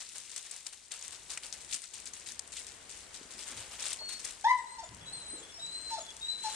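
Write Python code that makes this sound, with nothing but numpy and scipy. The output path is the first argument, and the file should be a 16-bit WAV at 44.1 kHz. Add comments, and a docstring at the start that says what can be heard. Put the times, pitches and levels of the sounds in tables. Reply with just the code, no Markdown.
"""A fenced kennel yard on gravel: puppies trot and scuffle; each paw crunches the stones and flicks a few loose.
Then, off to one side, one pup whines in thin nasal whistles, with a yelp, short whimpers and broken squeaks.
Shed and fence answer the voice; a few dull bumps and a quiet outdoor hush lie underneath.
Stones are noise and short decaying ticks; the voice is sines, with resonances and a rush of air for the yelp.
"""
import sys
import numpy as np
from scipy import signal
from scipy.fft import rfft, irfft, next_fast_len
from scipy.io import wavfile
from scipy.ndimage import map_coordinates

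SR = 44100
rng = np.random.default_rng(int(sys.argv[2]) if len(sys.argv) > 2 else 0)


def output_pcm(signal):
    """Save a mono or channel-first signal as 16-bit PCM at the path in sys.argv[1].

    Samples are clipped to [-1, 1] before scaling.
    """
    pcm = np.clip(np.atleast_2d(signal).T, -1, 1) * 32767
    wavfile.write(sys.argv[1], SR, np.round(pcm).astype(np.int16))


N = 288855
T = np.arange(N) / SR

# Outdoor background before the trim below: time_s [s], level_db [dB]
HUSH_LEVEL = [(0.12, -75.5), (0.92, -78), (1.11, -70), (1.75, -66.5), (1.8, -75), (1.89, -75.5),
              (1.95, -68), (3.69, -65), (4.76, -68.5), (5.08, -64), (6.5, -66)]
# Colour of the distant rumble and air: frequency_hz [Hz], density_db [dB per Hz]
HUSH_COLOUR = [(15, -19), (25, -10.5), (59, -1), (124, -10), (417, -7.5), (728, -9.5), (818, -8),
               (1050, -9.5), (1160, -10.5), (1980, -9.5), (2500, -13.5), (3250, -12), (5500, -120)]
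# Dull knocks: start_s [s], level_db [dB], centre_hz [Hz], length_s [s]
KNOCKS = [(1.373, -35, 2070, 0.0062), (1.374, -46, 755, 0.0066), (1.833, -55, 1750, 0.02),
          (3.212, -50.5, 292, 0.011), (3.252, -55, 290, 0.012), (3.346, -61, 290, 0.044),
          (3.497, -57.5, 285, 0.068), (3.553, -55, 96, 0.072), (4.009, -47.5, 720, 0.02),
          (4.89, -54, 84.4, 0.12), (4.914, -55, 208, 0.037), (4.982, -58, 143, 0.17),
          (5.331, -47.5, 356, 0.051), (5.402, -56.5, 363, 0.072), (5.614, -65, 140, 0.076)]
# Firmer paw falls: start_s [s], level_db [dB], length_s [s], rise_s [s]
PAW_FALLS = [(.002, -44.5, 0.034, 0.0019), (.146, -46.5, 0.065, 0.0066), (0.318, -45.5, .019, 0.0035),
             (.358, -42.5, 0.031, 0.0031), (0.44, -50, 0.061, .008), (0.518, -48, 0.075, .003),
             (0.656, -48.5, 0.042, 0.0047), (0.724, -47.5, 0.023, 0.0032), (0.908, -44.5, 0.11, 0.0035),
             (1.03, -46, 0.052, 0.0047), (1.117, -45, 0.044, 0.0063), (1.292, -38.5, 0.054, .012),
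             (1.427, -42.5, 0.051, .005), (1.528, -44, .045, 0.0037), (1.6, -49.5, .056, 0.007),
             (1.684, -39, 0.056, 0.024), (1.721, -35.5, 0.044, .006), (1.823, -47.5, 0.045, 0.0054),
             (1.933, -46.5, 0.1, 0.0042), (2.057, -44.5, 0.032, 0.0017), (2.135, -49.5, .13, 0.0022),
             (2.257, -42, 0.076, 0.007), (2.521, -46, 0.09, .005), (2.554, -39.5, 0.06, 0.014),
             (2.665, -49.5, 0.081, .003), (2.891, -48, 0.13, 0.0034), (3.138, -43, 0.039, 0.0044),
             (3.301, -48, 0.075, 0.0044), (3.373, -40.5, 0.063, .016), (3.455, -44, 0.11, .006),
             (3.563, -42, 0.089, 0.0081), (3.7, -45.5, 0.094, 0.011), (3.781, -37.5, 0.14, 0.021),
             (3.851, -39, 0.051, 0.0051), (3.891, -37, 0.047, 0.013), (4.084, -41, 0.034, 0.0066),
             (4.12, -39.5, 0.021, 0.0043), (4.19, -44, .016, 0.0043), (4.24, -41.5, .081, 0.0044),
             (5.895, -48, 0.031, 0.0058), (6.422, -46, 0.11, 0.013), (6.48, -45, .25, 0.013)]
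# Light shuffling all over the yard: time_s [s], level_db [dB]
SHUFFLE_LEVEL = [(0.05, -52.5), (0.43, -52), (0.79, -58.5), (0.97, -60.5), (1.11, -54), (2.11, -58),
                 (3.0, -56.5), (3.75, -54.5), (3.93, -67), (4.22, -51), (4.33, -54.5), (4.61, -59),
                 (5.15, -58), (6.5, -54)]
# The packed layer sounds more where the loose cover is thin: time_s [s], gain_db [dB]
THIN_COVER_GAIN = [(0, -8.5), (.9, -9.5), (1.4, -5), (1.8, -21), (2.9, -39), (3.5, -5), (3.85, -5.5),
                   (4.1, -8.5), (6.5, -5)]
# Colour given to loose stones: frequency_hz [Hz], gain_db [dB]
LOOSE_COLOUR = [(880, -17.5), (1500, -10.5), (2040, -6.5), (2220, -5.5), (2830, -4), (3260, -4.5),
                (3550, -1.5), (5110, -2), (8630, 0.5), (9380, -3.5), (13000, -26), (14000, -40)]
# Colour given to packed stones below: frequency_hz [Hz], gain_db [dB]
PACKED_COLOUR = [(150, -34), (500, -5.5), (1200, -4), (2000, -8.5), (3200, -4), (6000, -25)]
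# Lean of the gravel to the left: frequency_hz [Hz], left_minus_right_db [dB]
GRAVEL_LEAN = [(1500, 3), (4000, 2), (7400, 9), (10000, 10.5), (13000, -4)]
# Left-right likeness of the gravel: frequency_hz [Hz], likeness [0..1]
GRAVEL_LIKENESS = [(1300, 1), (3000, 0.69), (6000, 0.086), (12000, 0.12)]
# Loudest single stones: start_s [s], level_db [dB, first instant at the left], pitch_hz [Hz], t60_s [s]
LOUD_STONES = [(.089, -39, 9000, .012), (.182, -32.5, 8400, .008), (.296, -41, 8000, .006),
               (.316, -37, 7500, .015), (.362, -34, 9300, .02), (.378, -32.5, 8500, .025),
               (.427, -41, 7150, .008), (.511, -35, 8700, .025), (.563, -36, 9200, .014),
               (.666, -32, 7100, .016), (.917, -34.5, 7400, .025), (.992, -41, 7500, .012),
               (1.025, -35, 7200, .012), (1.080, -33, 8900, .009), (1.108, -40, 8450, .007),
               (1.302, -36, 6700, .015), (1.375, -30, 8000, .013), (1.526, -29.5, 6100, .01),
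               (1.647, -40, 8000, .008), (1.726, -30, 4500, .012), (1.743, -27.5, 7300, .035),
               (1.819, -37.5, 8900, .01), (1.840, -37, 8000, .008), (1.939, -38, 7500, .016),
               (2.001, -40, 8000, .012), (2.056, -36, 8000, .014), (2.072, -36, 7000, .014),
               (2.135, -35, 7200, .01), (2.393, -28.5, 7800, .012), (2.476, -42, 7850, .014),
               (2.521, -39, 8000, .01), (2.667, -37, 8800, .012), (2.895, -41, 8300, .012),
               (3.515, -36, 9100, .012), (3.864, -31, 7500, .04), (3.929, -31.5, 9000, .035),
               (4.248, -31.5, 7800, .02), (4.307, -38, 8300, .02), (4.411, -42, 8300, .007),
               (4.946, -43, 9000, .012), (5.663, -43, 7000, .009), (6.065, -43, 5000, .005),
               (6.105, -41, 6000, .007), (6.167, -37.5, 6900, .004)]
# Nasal whistles, one course each: time_s [s], pitch_hz [Hz], level_db [dB], octave_db [dB]
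WHINE_COURSES = [
    [(3.99, 4330, -47, -68), (4.02, 4340, -44, -66), (4.085, 4330, -46, -62), (4.13, 4345, -46, -59),
     (4.185, 4330, -50, -62)],
    [(4.66, 4010, -59, -62), (4.735, 4160, -58, -53), (4.77, 4180, -60, -62)],
    [(5.06, 3860, -52, -53), (5.085, 3990, -46, -62), (5.118, 3980, -50, -60)],
    [(5.122, 4290, -50, -51), (5.135, 4235, -42.5, -40), (5.165, 4120, -49, -50), (5.19, 4060, -52, -51),
     (5.255, 4005, -51, -54), (5.3, 4068, -51, -45), (5.33, 4072, -51, -44), (5.36, 4070, -52, -48),
     (5.382, 3920, -54, -50), (5.398, 3450, -70, -52)],
    [(5.592, 3800, -51, -66), (5.63, 3890, -41.5, -47), (5.67, 3990, -45, -55), (5.735, 4090, -42, -49),
     (5.78, 4110, -44.5, -49), (5.825, 4107, -52, -55), (5.87, 4104, -43, -53), (5.94, 4080, -46, -58),
     (5.98, 4050, -49, -60), (6.0, 3800, -62, -58)],
    [(6.21, 3740, -48, -62), (6.23, 3790, -41, -56), (6.277, 3950, -46, -59), (6.286, 4015, -36, -53),
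     (6.33, 4005, -41, -60), (6.375, 4000, -48, -55), (6.41, 4046, -43, -50), (6.46, 4064, -47.5, -58),
     (6.545, 4030, -49, -61)],
]
# Broken squeaks: start_s [s], length_s [s], first_hz [Hz], last_hz [Hz], level_db [dB], octave_db [dB]
BROKEN_SQUEAKS = [(4.585, .045, 3870, 3910, -64, -56), (4.836, .02, 3480, 3600, -55, -45),
                  (5.005, .055, 3420, 3340, -55, -70), (5.14, .035, 3480, 3420, -56, -72),
                  (5.395, .022, 3320, 3480, -54, -46), (5.42, .04, 3340, 3420, -54, -70),
                  (5.485, .03, 3380, 3460, -55, -70), (5.512, .11, 5460, 5340, -52, -80),
                  (5.998, .026, 3340, 3470, -51, -41), (6.03, .1, 3440, 3380, -52, -70),
                  (6.525, .025, 3480, 3560, -58, -45)]
# Course of the yelp: time_s [s], pitch_hz [Hz], level_db [dB], overtones_db [dB, strength of the overtones]
YELP_COURSE = [(4.443, 794, -32.5, 13), (4.452, 883, -25, 3), (4.471, 944, -20.5, -12),
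               (4.488, 1004, -35, 8.5), (4.5, 1022, -32, 7), (4.516, 1007, -20, -2), (4.54, 1011, -38, -15),
               (4.575, 966, -38, -2), (4.61, 938, -54.5, 15)]
# Short closed-mouth cries: start_s [s], length_s [s], first_hz [Hz], last_hz [Hz], level_db [dB]
WHIMPER_CRIES = [(4.781, 0.031, 939, 876, -41.5), (4.826, 0.022, 755, 605, -48),
                 (5.579, 0.026, 690, 665, -56.5), (5.906, 0.067, 923, 864, -37.5),
                 (5.978, 0.0206, 740, 585, -40.5), (6.438, 0.051, 896, 844, -35)]
# Resonances of the open mouth: frequency_hz [Hz], gain_db [dB]
OPEN_MOUTH = [(900, 0), (1400, -26), (1750, -19), (1960, -5), (2080, -4), (2500, -36), (3100, -27),
              (3700, -17), (4200, -30), (5200, -27), (6200, -30), (7200, -38), (9000, -42)]
# Resonances of the closed mouth: frequency_hz [Hz], gain_db [dB]
CLOSED_MOUTH = [(900, 13), (1300, -12), (1800, -22.5), (2700, -23), (4400, -12), (5400, -13), (7200, -17),
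                (9000, -69)]
# Slaps from shed and fence: delay_s [s], gain_db [dB]
WALL_SLAPS = [(.021, -7.5), (.038, -12.5), (.083, -18.5), (0.138, -64)]
# Decay of the diffuse tail: frequency_hz [Hz], t60_s [s]
YARD_DECAY = [(200, 0.46), (1000, 1.28), (2000, 1.25), (4000, .9), (10000, 0.6)]

HUSH_TRIM_DB, HUSH_SWING_DB = 6.5, .62
SHUFFLE_SWING_DB = .36
# packed-layer level in dB = PACKED_DB + PACKED_GROWS * paw level: it yields less than loose stones
PACKED_DB, PACKED_GROWS = -23, .51
CRUNCH_DB = -1.9  # loose top stones against the paw's level
SETTLE_DB, SETTLE_S = -10, .07  # stones settling after each paw, against its level
INSTANT_S = .002  # span over which a click's level is set
FLICKS_PER_PAW, FLICK_SPREAD_DB = 3, 1.5
STRAY_PER_S, STRAY_DB = 4, -46  # fainter pebbles rolling over at random
STONE_HZ, STONE_SPREAD, STONE_T60_S = 7000, .28, .01  # flicked and stray pebbles; spread is relative
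TREMBLE, START_TREMBLE = .0011, 1.3  # whistle pitch unsteadiness, extra multiple of it at the start
STEADY_S = .08  # time constant of calming down
BREAK_SHARE, BREAK_PER_S = .3, 200  # depth and speed of the ragged start's stutter
FLUTTER_DB, WHINE_EDGE_S = 1.7, .008
SQUEAK_WAVER, SQUEAK_BREAK_DB = .006, 3.5  # relative pitch waver, break-up of the level
YELP_BREATH_DB, YELP_GRIT = -36, .18  # air in the throat, unevenness of the overtones
WHIMPER_SWELL = .84  # the higher, the more pointed the swell
CRY_LAG_S, WHINE_LAG_S = .000124, .000092  # how much later the left microphone hears the voice
TAIL_DB = -18.5
TOP_HZ = 14200


def amp(db):
    """Turn decibels into gain."""
    return 10 ** (np.asarray(db) / 20)


def unit(x):
    """Scale to rms 1."""
    return x / np.sqrt(np.mean(x ** 2) + 1e-20)


def along(points, hz):
    """Read (Hz, value) points on a log frequency axis."""
    f, v = np.transpose(points)
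    return np.interp(np.log(hz + 1), np.log(f + 1), v)


def curves(rows):
    """Give one value per sample for each column after the time."""
    s, *cols = np.transpose(rows)
    return [np.interp(T, s, c) for c in cols]


def wobble(rate):
    """Draw a smooth random curve with rate knots a second."""
    return map_coordinates(rng.standard_normal(int(N * rate / SR) + 4), [T * rate])


def filtered(x, response):
    """Multiply the spectrum of x by a response of frequency."""
    m = next_fast_len(N + SR // 2)
    return irfft(rfft(x, m) * response(np.fft.rfftfreq(m, 1 / SR)), m)[..., :N]


def panned(x, pan_db):
    """Make the left louder than the right by pan_db."""
    return x * amp(np.array([[pan_db], [-pan_db]]) / 2)


def spread(pair, spectrum, alike, pan):
    """Turn two unrelated signals into a coloured stereo pair whose middle has rms 1."""
    def turn(hz):
        return np.arccos(np.clip(along(alike, hz), -1, 1)) / 2

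    def colour(hz):
        return amp(along(spectrum, hz)) * [np.cos(turn(hz)), np.sin(turn(hz))]

    mid, side = filtered(pair, colour)
    out = np.array([mid + side, mid - side])
    out = filtered(out, lambda hz: amp(np.outer([1, -1], along(pan, hz)) / 2))
    return out / out.mean(0).std()


def push(s, length, attack):
    """Shape one contact: a quick rise, a short hold and a fall."""
    length, out = max(length, .005), np.zeros(N)
    on = (T > s) & (T < s + 5 * length)
    t = T[on] - s
    out[on] = (1 - np.exp(-t / attack)) * np.exp(-(t / length) ** 1.5)
    return out


def gate(rows, fade):
    """Open from the first row to the last, with soft edges."""
    opening = np.clip((T - rows[0][0]) / fade + .5, 0, 1)
    closing = np.clip((rows[-1][0] - T) / fade + .5, 0, 1)
    return opening * closing


def hush():
    """Distant outdoor rumble and air: wide coloured noise on a set course with sudden dips and a slight swing."""
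    noise = rng.standard_normal((2, N))
    air = spread(noise, HUSH_COLOUR, alike=[(60, .73), (1000, .26)], pan=[(60, 2.2), (1000, 2.4)])
    level_db = curves(HUSH_LEVEL)[0] + HUSH_TRIM_DB + HUSH_SWING_DB * wobble(7)
    return amp(level_db) * air


def bumps():
    """Soft, toneless knocks from around the shed: short pushes of noise in a band around each centre."""
    out = np.zeros(N)
    for s, db, centre, length in KNOCKS:
        body = signal.butter(3, [centre / 1.35, centre * 1.35], "band", fs=SR, output="sos")
        thud = unit(signal.sosfilt(body, rng.standard_normal(N)))
        out += amp(db) * push(s, length, attack=.0016) * thud
    return panned(out, pan_db=2.5)


def contacts(rate, scatter_db, wash):
    """Pebbles of random size tick together, each with its own pitch and place, over a wash of tiny ones."""
    count = int(rate * N / SR)
    start, t = rng.integers(N, size=(count, 1)), np.arange(160) / SR
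    pitch = np.exp(rng.uniform(np.log(1500), np.log(13000), (count, 1)))
    cycles = rng.uniform(.4, 2.6, (count, 1))  # stone hardly rings
    size = amp(scatter_db * np.clip(rng.standard_normal((count, 1)), -2, 1.4)) * pitch
    tick = size * np.exp(-t * pitch / cycles) * np.sin(2 * np.pi * pitch * t)
    where = (start + np.arange(len(t))).ravel()
    place = rng.uniform(0, 2 * np.pi, (count, 1))
    sides = (np.cos(place), np.sin(place))
    pair = np.array([np.bincount(where, (tick * side).ravel(), N)[:N] for side in sides])
    return unit(pair) + wash * rng.standard_normal((2, N))


def gravel():
    """Paws grind the top stones and the packed layer below, and leave stones settling behind them."""
    # powers add up where paws overlap
    top, below = np.zeros(N), np.zeros(N)
    loose = amp(curves(SHUFFLE_LEVEL)[0] + SHUFFLE_SWING_DB * wobble(14)) ** 2
    for s, db, length, rise in PAW_FALLS:
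        press = push(s, length, attack=rise)
        top += (amp(db) * press) ** 2
        below += (amp(PACKED_DB + PACKED_GROWS * db) * press) ** 2
        loose += (amp(db + SETTLE_DB) * push(s, SETTLE_S, attack=rise)) ** 2

    def stones(source, spectrum):
        return spread(source, spectrum, GRAVEL_LIKENESS, GRAVEL_LEAN)

    crunch = stones(contacts(rate=2000, scatter_db=4.8, wash=.7), LOOSE_COLOUR)
    grind = stones(contacts(rate=2000, scatter_db=4, wash=.8), PACKED_COLOUR)
    settle = stones(contacts(rate=1300, scatter_db=5, wash=1.6), LOOSE_COLOUR)
    jolts = amp(.7 * wobble(70))  # the stones give way in small jerks
    top_layer = amp(CRUNCH_DB) * np.sqrt(top) * crunch
    packed_layer = amp(curves(THIN_COVER_GAIN)[0]) * np.sqrt(below) * grind
    return jolts * (top_layer + packed_layer) + np.sqrt(loose) * settle


def pebbles():
    """Draw further stones: a few flicked after each paw's rise, and faint strays at random."""
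    hits = [(rng.uniform(0, N / SR), STRAY_DB) for _ in range(int(STRAY_PER_S * N / SR))]
    for s, db, length, rise in PAW_FALLS:
        for _ in range(FLICKS_PER_PAW):
            hits.append((s + rise + length * rng.uniform() ** 2, db))
    drawn = []
    for s, db in hits:
        pitch = STONE_HZ * np.exp(STONE_SPREAD * rng.standard_normal())
        drawn.append((s, rng.normal(db, FLICK_SPREAD_DB), pitch, STONE_T60_S))
    return drawn


def stone_clicks():
    """A pebble strikes, rings for a few milliseconds around its own pitch and rebounds once."""
    out, t = np.zeros((2, N + SR)), np.arange(2048) / SR
    hz = np.fft.rfftfreq(len(t), 1 / SR)
    for s, db, pitch, t60 in LOUD_STONES + pebbles():
        rebound = t - rng.uniform(.0015, .004)
        blow = amp(-60 * t / t60) + .3 * (rebound > 0) * amp(-60 * np.abs(rebound) / t60)
        resonance = .067 + 1 / (1 + 4j * (hz - pitch) / pitch)
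        colour = amp(along(LOOSE_COLOUR, hz)) * resonance
        shared, own = rng.standard_normal(len(t)), rng.standard_normal((2, len(t)))
        burst = np.roll(blow * (shared + own), 16, axis=1)
        click = panned(irfft(rfft(burst) * colour), pan_db=9)
        first_instant = click[0, :int(INSTANT_S * SR)].std()
        out[:, round(s * SR):][:, :len(t)] += amp(db) * click / first_instant
    return out[:, :N]


def whistle(pitch, db, octave_db):
    """A thin tone through the nose, with its octave."""
    phase = 2 * np.pi * np.cumsum(pitch) / SR
    return np.sqrt(2) * (amp(db) * np.sin(phase) + amp(octave_db) * np.sin(2 * phase))


def squeaks():
    """Faint whistles that never lock in: they bend, waver and break up."""
    waver = SQUEAK_WAVER * wobble(130)
    breaks = unit(amp(SQUEAK_BREAK_DB * wobble(110)))
    out = np.zeros(N)
    for s, length, first_hz, last_hz, db, octave_db in BROKEN_SQUEAKS:
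        on = (T > s) & (T < s + length)
        u = (T[on] - s) / length
        arch = np.sqrt(np.abs(np.sin(np.pi * u)))
        pitch = (first_hz + (last_hz - first_hz) * u) * (1 + waver[on])
        out[on] += arch * whistle(pitch, db, octave_db)
    return breaks * out


def whines():
    """Each long whistle starts ragged, then steadies as it follows its course of pitch and level."""
    tremble = TREMBLE * (wobble(90) + .5 * wobble(600))
    flutter = amp(FLUTTER_DB * wobble(70))
    stutter, out = BREAK_SHARE * wobble(BREAK_PER_S), np.zeros(N)
    for course in WHINE_COURSES:
        edges = gate(course, fade=WHINE_EDGE_S)
        on = edges > 0
        pitch, db, octave_db = (c[on] for c in curves(course))
        ragged = np.exp(-(T[on] - course[0][0]) / STEADY_S)
        pitch = pitch * (1 + tremble[on] * (1 + START_TREMBLE * ragged))
        out[on] += edges[on] * (1 + ragged * stutter[on]) * whistle(pitch, db, octave_db)
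    return flutter * out


def cry(pitch, level, bright, tract, jitter, rasp, grit):
    """The vocal folds sound a high note; its rougher overtones pass the mouth's resonances."""
    on, out = level > 0, np.zeros(N)
    pitch, age = pitch[on], T[on] - T[on][:1]

    def shake(rate):
        return map_coordinates(rng.standard_normal(int(rate) + 4), [age * rate])

    phase = 2 * np.pi * np.cumsum(pitch * (1 + jitter * shake(250))) / SR
    overtones = 0
    for k in range(2, 10):
        strength = amp(along(tract, k * pitch)) * (1 + grit * shake(600))
        scramble = rasp * (k - 1) ** .35 * shake(350)  # stronger for higher overtones
        overtones = overtones + strength * np.sin(k * phase + scramble)
    out[on] = np.sqrt(2) * level[on] * (np.sin(phase) + bright[on] * overtones)
    return out


def whimpers():
    """Each closed-mouth cry swells and fades in one arch while its pitch glides."""
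    out = np.zeros(N)
    for s, length, first_hz, last_hz, db in WHIMPER_CRIES:
        u = np.clip((T - s) / length, 0, 1)
        level = amp(db) * (4 * u * (1 - u)) ** WHIMPER_SWELL
        pitch = first_hz + (last_hz - first_hz) * u
        out += cry(pitch, level, np.ones(N), CLOSED_MOUTH, jitter=.006, rasp=.17, grit=0)
    return out


def yelp():
    """One loud, raspy cry whose overtones come and go, over a rush of air."""
    pitch, db, bright_db = curves(YELP_COURSE)
    level = amp(db) * gate(YELP_COURSE, fade=.004)
    throat = signal.butter(2, [1500, 4800], "band", fs=SR, output="sos")
    air = amp(YELP_BREATH_DB) * unit(signal.sosfilt(throat, rng.standard_normal(N)))
    voice = cry(pitch, level, amp(bright_db), OPEN_MOUTH, jitter=.005, rasp=.2, grit=YELP_GRIT)
    return voice + level * air


def ports(x, lag):
    """Sound from the side reaches the left microphone lag seconds after the right."""
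    return filtered(x, lambda hz: np.exp(1j * np.pi * np.outer([-1, 1], hz) * lag))


def yard(x):
    """A thin diffuse tail of noise in which each frequency dies at its own speed."""
    hz, t, z = signal.stft(rng.standard_normal((2, SR)), SR, nperseg=256)
    decay = amp(-60 * t / along(YARD_DECAY, hz)[:, None])
    tail = signal.istft(z * decay, SR, nperseg=256)[1]
    tail = tail / np.linalg.norm(tail[0])
    delayed = np.pad(x, (900, 0))[None]  # 900 samples before the tail begins
    return signal.fftconvolve(delayed, tail, axes=1)[:, :N]


def puppy():
    """The pup stands off to one side; shed and fence slap its voice back from ahead."""
    cries, whistles = yelp() + whimpers(), whines() + squeaks()
    direct = ports(cries, CRY_LAG_S) + ports(whistles, WHINE_LAG_S)
    voice = cries + whistles

    def walls(hz):
        return sum(amp(db) * np.exp(-2j * np.pi * hz * delay) for delay, db in WALL_SLAPS)

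    slaps = filtered(voice, walls)  # same arrival time at both microphones
    return panned(direct + slaps + amp(TAIL_DB) * yard(voice), pan_db=3.5)


def scene():
    """Everything in the yard, from the background to the pup."""
    return hush() + bumps() + gravel() + stone_clicks() + puppy()


def record(dry):
    """The recorder keeps nothing above its band limit."""
    return filtered(dry, lambda hz: hz < TOP_HZ)


dry = scene()
out = record(dry)
output_pcm(out)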